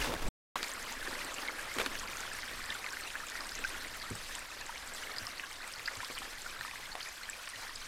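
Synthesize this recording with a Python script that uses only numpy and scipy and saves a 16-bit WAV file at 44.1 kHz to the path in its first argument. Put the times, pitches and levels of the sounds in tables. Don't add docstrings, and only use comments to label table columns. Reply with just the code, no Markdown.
import sys
import numpy as np
from scipy import signal
from scipy.fft import rfft, irfft, next_fast_len
from scipy.io import wavfile
from scipy.ndimage import uniform_filter1d, map_coordinates

SR = 44100
rng = np.random.default_rng(int(sys.argv[2]) if len(sys.argv) > 2 else 0)


def unload_wav(signal):
    wavfile.write(
        sys.argv[1],
        SR,
        np.round(np.clip(np.atleast_2d(signal).T, -1, 1) * 32767).astype(np.int16),
    )


N = 347314
TOP_HZ = 15850

# start [t/s], end [t/s]
DROPOUT = (.289, .5562)
# [f/Hz, level/dB]
RUMBLE_COLOUR = [(3, -23), (8, -13.5), (14, 4), (23, -9), (33, -12), (65, -16), (100, -20.5), (190, -25),
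                 (300, -29), (500, -81)]
# [t/s, level/dB]
TREMOR = [(0.56, -60), (1.04, -52.5), (1.5, -58), (1.93, -49.5), (3.1, -55), (3.8, -51), (5, -56),
          (6.2, -57), (6.84, -54.5), (7.4, -60), (7.88, -54)]
# [t/s, bumping level/dB, rubbing level/dB, creak level/dB]
FUMBLE = [(0.0, -38, -35.5, -62), (0.046, -40.5, -36, -55), (0.094, -35, -40.5, -37.5),
          (0.118, -43, -42.5, -38), (0.142, -45.5, -42, -39), (0.176, -43.5, -44.5, -51.5),
          (0.28, -34, -43, -43), (0.29, -26.5, -52.5, -41.5)]
# [f/Hz, level/dB]
BUMP_COLOUR = [(3, -7), (16, 2), (26, -9), (38, -0.5), (52, -16), (100, -18), (200, -24), (400, -56.5)]
# [f/Hz, level/dB]
RUB_COLOUR = [(71, -37.5), (120, -13), (964, -8.5), (1570, -8), (1670, -6), (1780, -9), (4650, -15),
              (11900, -24.5), (15800, -32.5)]
# [f/Hz, level/dB]
CREAK_COLOUR = [(70, -28), (150, -11.5), (330, -8.5), (470, -5), (650, -13), (1100, -15.5), (1800, -42.5)]
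# [t/s, peak level/dB, pitch f/Hz, rise t/ms]
THUDS = [(1.08, -37.5, 366, 2.3), (1.764, -33.5, 328, 2.1), (1.784, -37, 422, 2.1), (1.797, -33, 442, 3.3),
         (1.813, -40, 423, 2.7), (1.862, -35.5, 297, 1.8), (2.688, -50.5, 225, 4.3), (3.73, -51, 326, 9.3),
         (4.105, -38.5, 226.5, 3.6), (4.108, -41, 396, 3.7), (4.113, -34.5, 128, 4.1),
         (4.142, -55, 150, 4.3), (5.217, -47.5, 113, 6), (5.778, -51.5, 136, 5.4), (5.971, -49.5, 102, 6),
         (6.101, -34.5, 434, 0.58), (6.598, -47.5, 149, 3.5), (6.9525, -37.5, 706, 1.4),
         (7.557, -54, 120, 7.1)]
# [t/s, level/dB, rise t/ms, fall t/ms]
CRUNCHES = [(0.12, -32.5, 0.55, 3.1), (0.138, -30.5, .5, 3), (0.555, -34.5, 0.83, 22),
            (0.6306, -26.5, .1, 1.5), (1.74, -44, 8, 20), (1.765, -43, 2.6, 19), (1.7842, -26, 1.5, 6.8),
            (1.797, -26.5, 4, 11.6), (1.8107, -28, 2, 4.1), (1.861, -24.5, 0.62, 4.1),
            (4.352, -41, 0.27, 1.4), (6.9523, -33, 0.525, 3.4)]
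# [f/Hz, level/dB]
LITTER_COLOUR = [(290, -10), (500, -4.5), (677, -6.5), (1400, -0.5), (3680, -7.5), (4250, -11.5),
                 (5280, -17.5), (11900, -22), (15800, -35)]
# [t/s, peak level/dB, pitch f/Hz, rise t/ms]
TAPS_AND_DROPS = [(0.015, -30.5, 2720, 1.0), (0.0286, -25, 2010, .34), (0.1386, -31, 2170, .44),
                  (0.1384, -26.5, 780, .7), (0.154, -33.5, 1930, 0.74), (0.5576, -23.5, 1055, 0.83),
                  (0.6299, -16, 3920, .073), (0.644, -33, 2300, 1.1), (0.6432, -27, 6640, .087),
                  (0.684, -31, 6950, .09), (0.7165, -31, 6330, .37), (0.7368, -30, 7910, .27),
                  (0.8275, -31, 6800, .27), (0.9248, -28.5, 6640, 0.16), (1.067, -36, 1750, 2.0),
                  (1.0747, -31, 1630, 1.1), (1.1892, -35, 2390, 1.0), (1.213, -38, 2010, 2.1),
                  (1.2482, -28.5, 8030, 0.18), (1.3422, -28, 7460, 0.3), (1.3834, -30.5, 2780, .76),
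                  (1.4771, -29, 3930, .38), (1.484, -26.5, 2150, 1.75), (1.591, -34.5, 1690, 3.2),
                  (1.714, -37.5, 2140, 3.7), (1.8607, -31.5, 4260, .81), (1.954, -29, 2670, 0.33),
                  (1.9963, -31, 6530, .45), (2.132, -32.5, 2370, 0.84), (2.1704, -30, 6400, 0.27),
                  (2.206, -28, 6850, .21), (2.4323, -28, 1970, .39), (2.6583, -33, 7650, 0.21),
                  (2.6994, -37, 1750, 5.4), (2.704, -24, 3520, 0.37), (2.722, -34, 2090, 1.8),
                  (2.75, -34.5, 1470, 2), (2.8431, -26.5, 2400, 0.43), (2.863, -28.5, 2120, 1.0),
                  (2.884, -39, 1660, 2.4), (2.9055, -35, 5510, .53), (2.93, -35.5, 1580, 2.7),
                  (2.97, -28, 1900, 0.45), (3.071, -39.5, 2730, 2.2), (3.1032, -29, 2810, .21),
                  (3.1536, -28, 1630, 1.6), (3.159, -34, 1720, 1.7), (3.3, -26.5, 7250, .091),
                  (3.32, -35.5, 1820, 1.1), (3.4926, -25, 4700, 0.12), (3.5195, -35.5, 4960, .95),
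                  (3.5533, -27.5, 6250, 0.14), (3.6405, -25, 2410, 0.46), (3.647, -26, 1540, 2.5),
                  (3.847, -31.5, 1900, 0.79), (3.999, -36, 4630, .6), (4.1539, -32.5, 7950, .43),
                  (4.3529, -26.5, 7570, .2), (4.351, -31, 3140, 0.3), (4.392, -33, 7900, 0.31),
                  (4.6927, -35, 925, 2.2), (4.948, -31.5, 7700, .25), (5.0279, -40, 1520, 1.5),
                  (5.0354, -38, 2900, 1.94), (5.07, -40, 2120, 2.1), (5.093, -43, 1750, 3.1),
                  (5.11, -39, 2190, 3.1), (5.137, -42, 1780, 2.1), (5.164, -38, 2000, .92),
                  (5.169, -35, 4800, .42), (5.1837, -25, 4760, .54), (5.2685, -26, 5200, .36),
                  (5.2727, -36.5, 1180, 1.8), (5.397, -26, 2580, 0.35), (5.436, -33, 1640, 2.1),
                  (5.7375, -32.5, 5130, 0.49), (5.795, -31, 2260, 0.45), (5.8578, -31.5, 4800, 0.9),
                  (5.8759, -31, 4900, .72), (5.8774, -26.5, 1660, 1.8), (5.883, -26.5, 1920, 0.93),
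                  (5.954, -31.5, 4560, .29), (6.0044, -28, 1650, 0.66), (6.03, -37.5, 1010, 3.13),
                  (6.047, -24.5, 4730, 0.16), (6.18, -30, 2960, .61), (6.1869, -33.5, 8470, .53),
                  (6.4618, -33, 1450, 1.76), (6.61, -35.5, 4000, .72), (6.61, -29, 1730, .99),
                  (6.649, -33, 1230, 1.7), (6.7121, -30, 2380, .4), (6.953, -36, 1070, .8),
                  (6.953, -38, 2140, 0.41), (7.0058, -31, 3140, .61), (7.03, -32.5, 4500, .46),
                  (7.0882, -33.5, 6900, .35), (7.232, -38, 4200, 1.52), (7.29, -31.5, 1700, 1.5),
                  (7.2984, -28, 7700, .51), (7.3315, -35.5, 2400, 1.1), (7.474, -30, 2950, 0.21),
                  (7.476, -31, 1710, 0.38), (7.49, -32.5, 8500, 0.22), (7.5594, -40, 2840, .9),
                  (7.6688, -37.5, 1650, 1.54)]
# [t/s, level/dB], scaled for each layer by its share
TURNING_AWAY = [(0.56, 0), (1.1, -0.5), (1.9, 0), (2.7, -2), (3.1, -3), (3.6, -2), (4.3, -3.5), (4.9, -3.5),
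                (5.8, -3.5), (6.8, -4), (7.88, -6)]
# [starting level/dB, share: dB lost for each dB of turning away]
LAYERS = [(-54.5, 1.8), (-45, 1.0), (-50, 0.35), (-58, 1)]
# [f/Hz, level/dB]
WASH_COLOUR = [(88, -58), (150, -19.5), (259, -5), (382, -9), (543, -4.5), (714, -6), (1750, -2),
               (2850, -7.5), (4640, -9), (6720, -13.5), (8320, -13), (13300, -19), (14900, -24),
               (15800, -47)]
# [f/Hz, level/dB]
SIDEWAYS = [(60, -25.5), (200, -20.5), (700, -19), (1290, -26.5), (2380, -21.5), (4400, -18.5), (8120, -15),
            (15000, -8)]


def amp(db):
    return 10 ** (np.asarray(db) / 20)


def unit(x):
    return x / np.sqrt(np.mean(x ** 2) + 1e-20)


def along(points, hz):
    f, value = np.transpose(points)
    return np.interp(np.log(hz + 1), np.log(f + 1), value)


def curves(rows):
    t, *columns = np.transpose(rows)
    return [np.interp(np.arange(N) / SR, t, column) for column in columns]


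def wobble(rate):
    knots = rng.standard_normal(int(N * rate / SR) + 4)
    return map_coordinates(knots, [np.arange(N) * rate / SR])


def filtered(x, response):
    size = next_fast_len(N + 8192)
    gain = response(np.fft.rfftfreq(size, 1 / SR))
    return irfft(rfft(x, size) * gain, size)[..., :N]


def noise(colour, patchy_db):
    z = signal.stft(rng.standard_normal(N), nperseg=256)[2]
    patches = rng.standard_normal(z.shape)
    for axis in (0, 1):
        patches = uniform_filter1d(patches, 5, axis)
    x = signal.istft(z * amp(patchy_db * unit(patches)), nperseg=256)[1][:N]
    return unit(filtered(x, lambda hz: amp(along(colour, hz))))


def blips(s, db, hz, rise_ms, glide, size):
    t = np.arange(size) / SR
    u = t * 1000 / np.clip(rise_ms, .03, 20)[:, None]
    pitch = hz[:, None]
    cycles = pitch * t * (1 + glide * (u / 2 - 1.5))
    swell = u * np.exp(1 - u)
    playable = pitch * (1 + glide * u) < SR / 2 - 1
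    wave = amp(db)[:, None] * swell * np.sin(2 * np.pi * cycles) * playable
    at = np.round(s * SR).astype(int)[:, None] + np.arange(size)
    return np.bincount(at.ravel(), wave.ravel(), N + size)[:N]


def swarm(count, centre_hz, octaves, cycles, spread_db, glide, size):
    when, loud = rng.random((count, 2)).T
    pitch, life = rng.standard_normal((count, 2)).T
    hz = np.clip(centre_hz * 2 ** (octaves * pitch), 150, 14000)
    db = np.minimum(-spread_db * np.log(loud + 1e-9), 3.3 * spread_db)
    db = db - 2.76 * life - 1.5 * pitch ** 2
    rise_ms = cycles * 1000 / hz * np.exp(0.53 * life)
    return unit(blips(when * N / SR, db, hz, rise_ms, glide, size))


def noisy_tail(x, t60, level_db):
    t = np.arange(SR // 10) / SR
    tail = rng.standard_normal(len(t)) * amp(-60 * t / t60) * (t > .0015)
    tail = tail / np.linalg.norm(tail)
    return x + amp(level_db) * signal.fftconvolve(x, tail)[:N]


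def hand_rumble():
    tremor_db, = curves(TREMOR)
    return noise(RUMBLE_COLOUR, patchy_db=0.8) * amp(tremor_db + 0.87 * wobble(5.6))


def fumbling():
    bump_db, rub_db, creak_db = curves(FUMBLE)
    early = np.arange(N) / SR < DROPOUT[1]
    bump = amp(bump_db) * noise(BUMP_COLOUR, patchy_db=0.7)
    gritty = noise(RUB_COLOUR, patchy_db=-0.8) * amp(1.9 * wobble(200))
    rub = amp(rub_db) * unit(gritty)
    creak = amp(creak_db) * noise(CREAK_COLOUR, patchy_db=-0.1)
    return early * (bump + rub + creak)


def grip_thuds():
    knocks = blips(*np.transpose(THUDS), glide=-0.075, size=3000)
    return noisy_tail(knocks, t60=0.21, level_db=-2.0)


def crunches_and_click():
    grit = unit(noise(LITTER_COLOUR, patchy_db=0.0) * amp(2.5 * wobble(600)))
    t = np.arange(N) / SR
    shape = np.zeros(N)
    for s, db, rise_ms, fall_ms in CRUNCHES:
        age_ms = np.maximum(t - s, 0) * 1000
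        shape += amp(db) * (1 - np.exp(-age_ms / rise_ms)) * np.exp(-age_ms / fall_ms)
    return shape * grit


def taps_and_drops():
    s, db, hz, rise_ms = np.transpose(TAPS_AND_DROPS)
    ring = blips(s, db, hz, np.maximum(rise_ms, .1), glide=0.024, size=1000)
    impact = blips(s, db - 11.5, 1.5 * hz, np.maximum(.5 * rise_ms, .1), glide=0.0064, size=300)
    plinks = amp(-58) * swarm(count=110, centre_hz=1916, octaves=0.416, cycles=4.85,
                              spread_db=1.5, glide=0.033, size=1000)
    ticks = amp(-60.5) * swarm(count=45, centre_hz=4500, octaves=.12, cycles=2.2,
                               spread_db=2.5, glide=0.034, size=300)
    spits = amp(-64) * swarm(count=25, centre_hz=7700, octaves=0.13, cycles=2.9,
                             spread_db=-0.5, glide=0.046, size=200)
    return noisy_tail(ring + impact + plinks + ticks + spits, t60=0.035, level_db=-9.0)


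def stream():
    away_db, = curves(TURNING_AWAY)
    gurgle_db, babble_db, fizz_db, spray_db = [db + share * away_db for db, share in LAYERS]
    wash = noise(WASH_COLOUR, patchy_db=2.5) * amp(1.0 * wobble(12))
    low, to_mid, to_high = [filtered(wash, lambda hz: 1 / (1 + (hz / edge_hz) ** 4))
                            for edge_hz in (650, 3200, 9000)]

    bubbles = swarm(count=600, centre_hz=475, octaves=0.497, cycles=1.0,
                    spread_db=3.0, glide=0.059, size=1200)
    gurgle = amp(-1.5) * unit(low) + amp(-6.5) * bubbles
    bubbles = swarm(count=2400, centre_hz=1768, octaves=0.557, cycles=3.1,
                    spread_db=4.5, glide=0.026, size=600)
    babble = amp(-2.5) * unit(to_mid - low) + amp(-4.0) * bubbles
    bubbles = swarm(count=4000, centre_hz=5360, octaves=0.617, cycles=2.9,
                    spread_db=5.0, glide=0.017, size=300)
    fizz = amp(-3.0) * unit(to_high - to_mid) + amp(-6) * bubbles
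    droplets = swarm(count=2500, centre_hz=10500, octaves=0.49, cycles=0.66,
                     spread_db=5.0, glide=0.011, size=60)
    spray = amp(-2.0) * unit(wash - to_high) + amp(-3.0) * droplets

    flurry = amp(1.17 * wobble(25) + 0.61 * wobble(60))
    lower = amp(gurgle_db + 1.4 * wobble(2.93)) * gurgle + amp(babble_db + 0.98 * wobble(30)) * babble
    upper = flurry * (amp(fizz_db) * fizz + amp(spray_db) * spray)
    return lower + upper


def widened(common):
    hz, _, z = signal.stft(common, SR, nperseg=512)
    random_phase = np.exp(2j * np.pi * rng.random(z.shape))
    z = z * amp(along(SIDEWAYS, hz))[:, None] * random_phase
    side = signal.istft(z, SR, nperseg=512)[1][:N]
    return np.array([common + side, common - side])


def scene():
    late = np.arange(N) / SR > DROPOUT[0]
    handling = hand_rumble() + fumbling() + grip_thuds()
    return widened(handling + crunches_and_click() + taps_and_drops() + late * stream())


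def record(dry):
    t = np.arange(N) / SR
    outside = np.maximum(DROPOUT[0] - t, t - DROPOUT[1])
    on = np.clip(outside / 0.00042, 0, 1)
    return filtered(dry * on, lambda hz: hz < TOP_HZ)


dry = scene()
out = record(dry)
unload_wav(out)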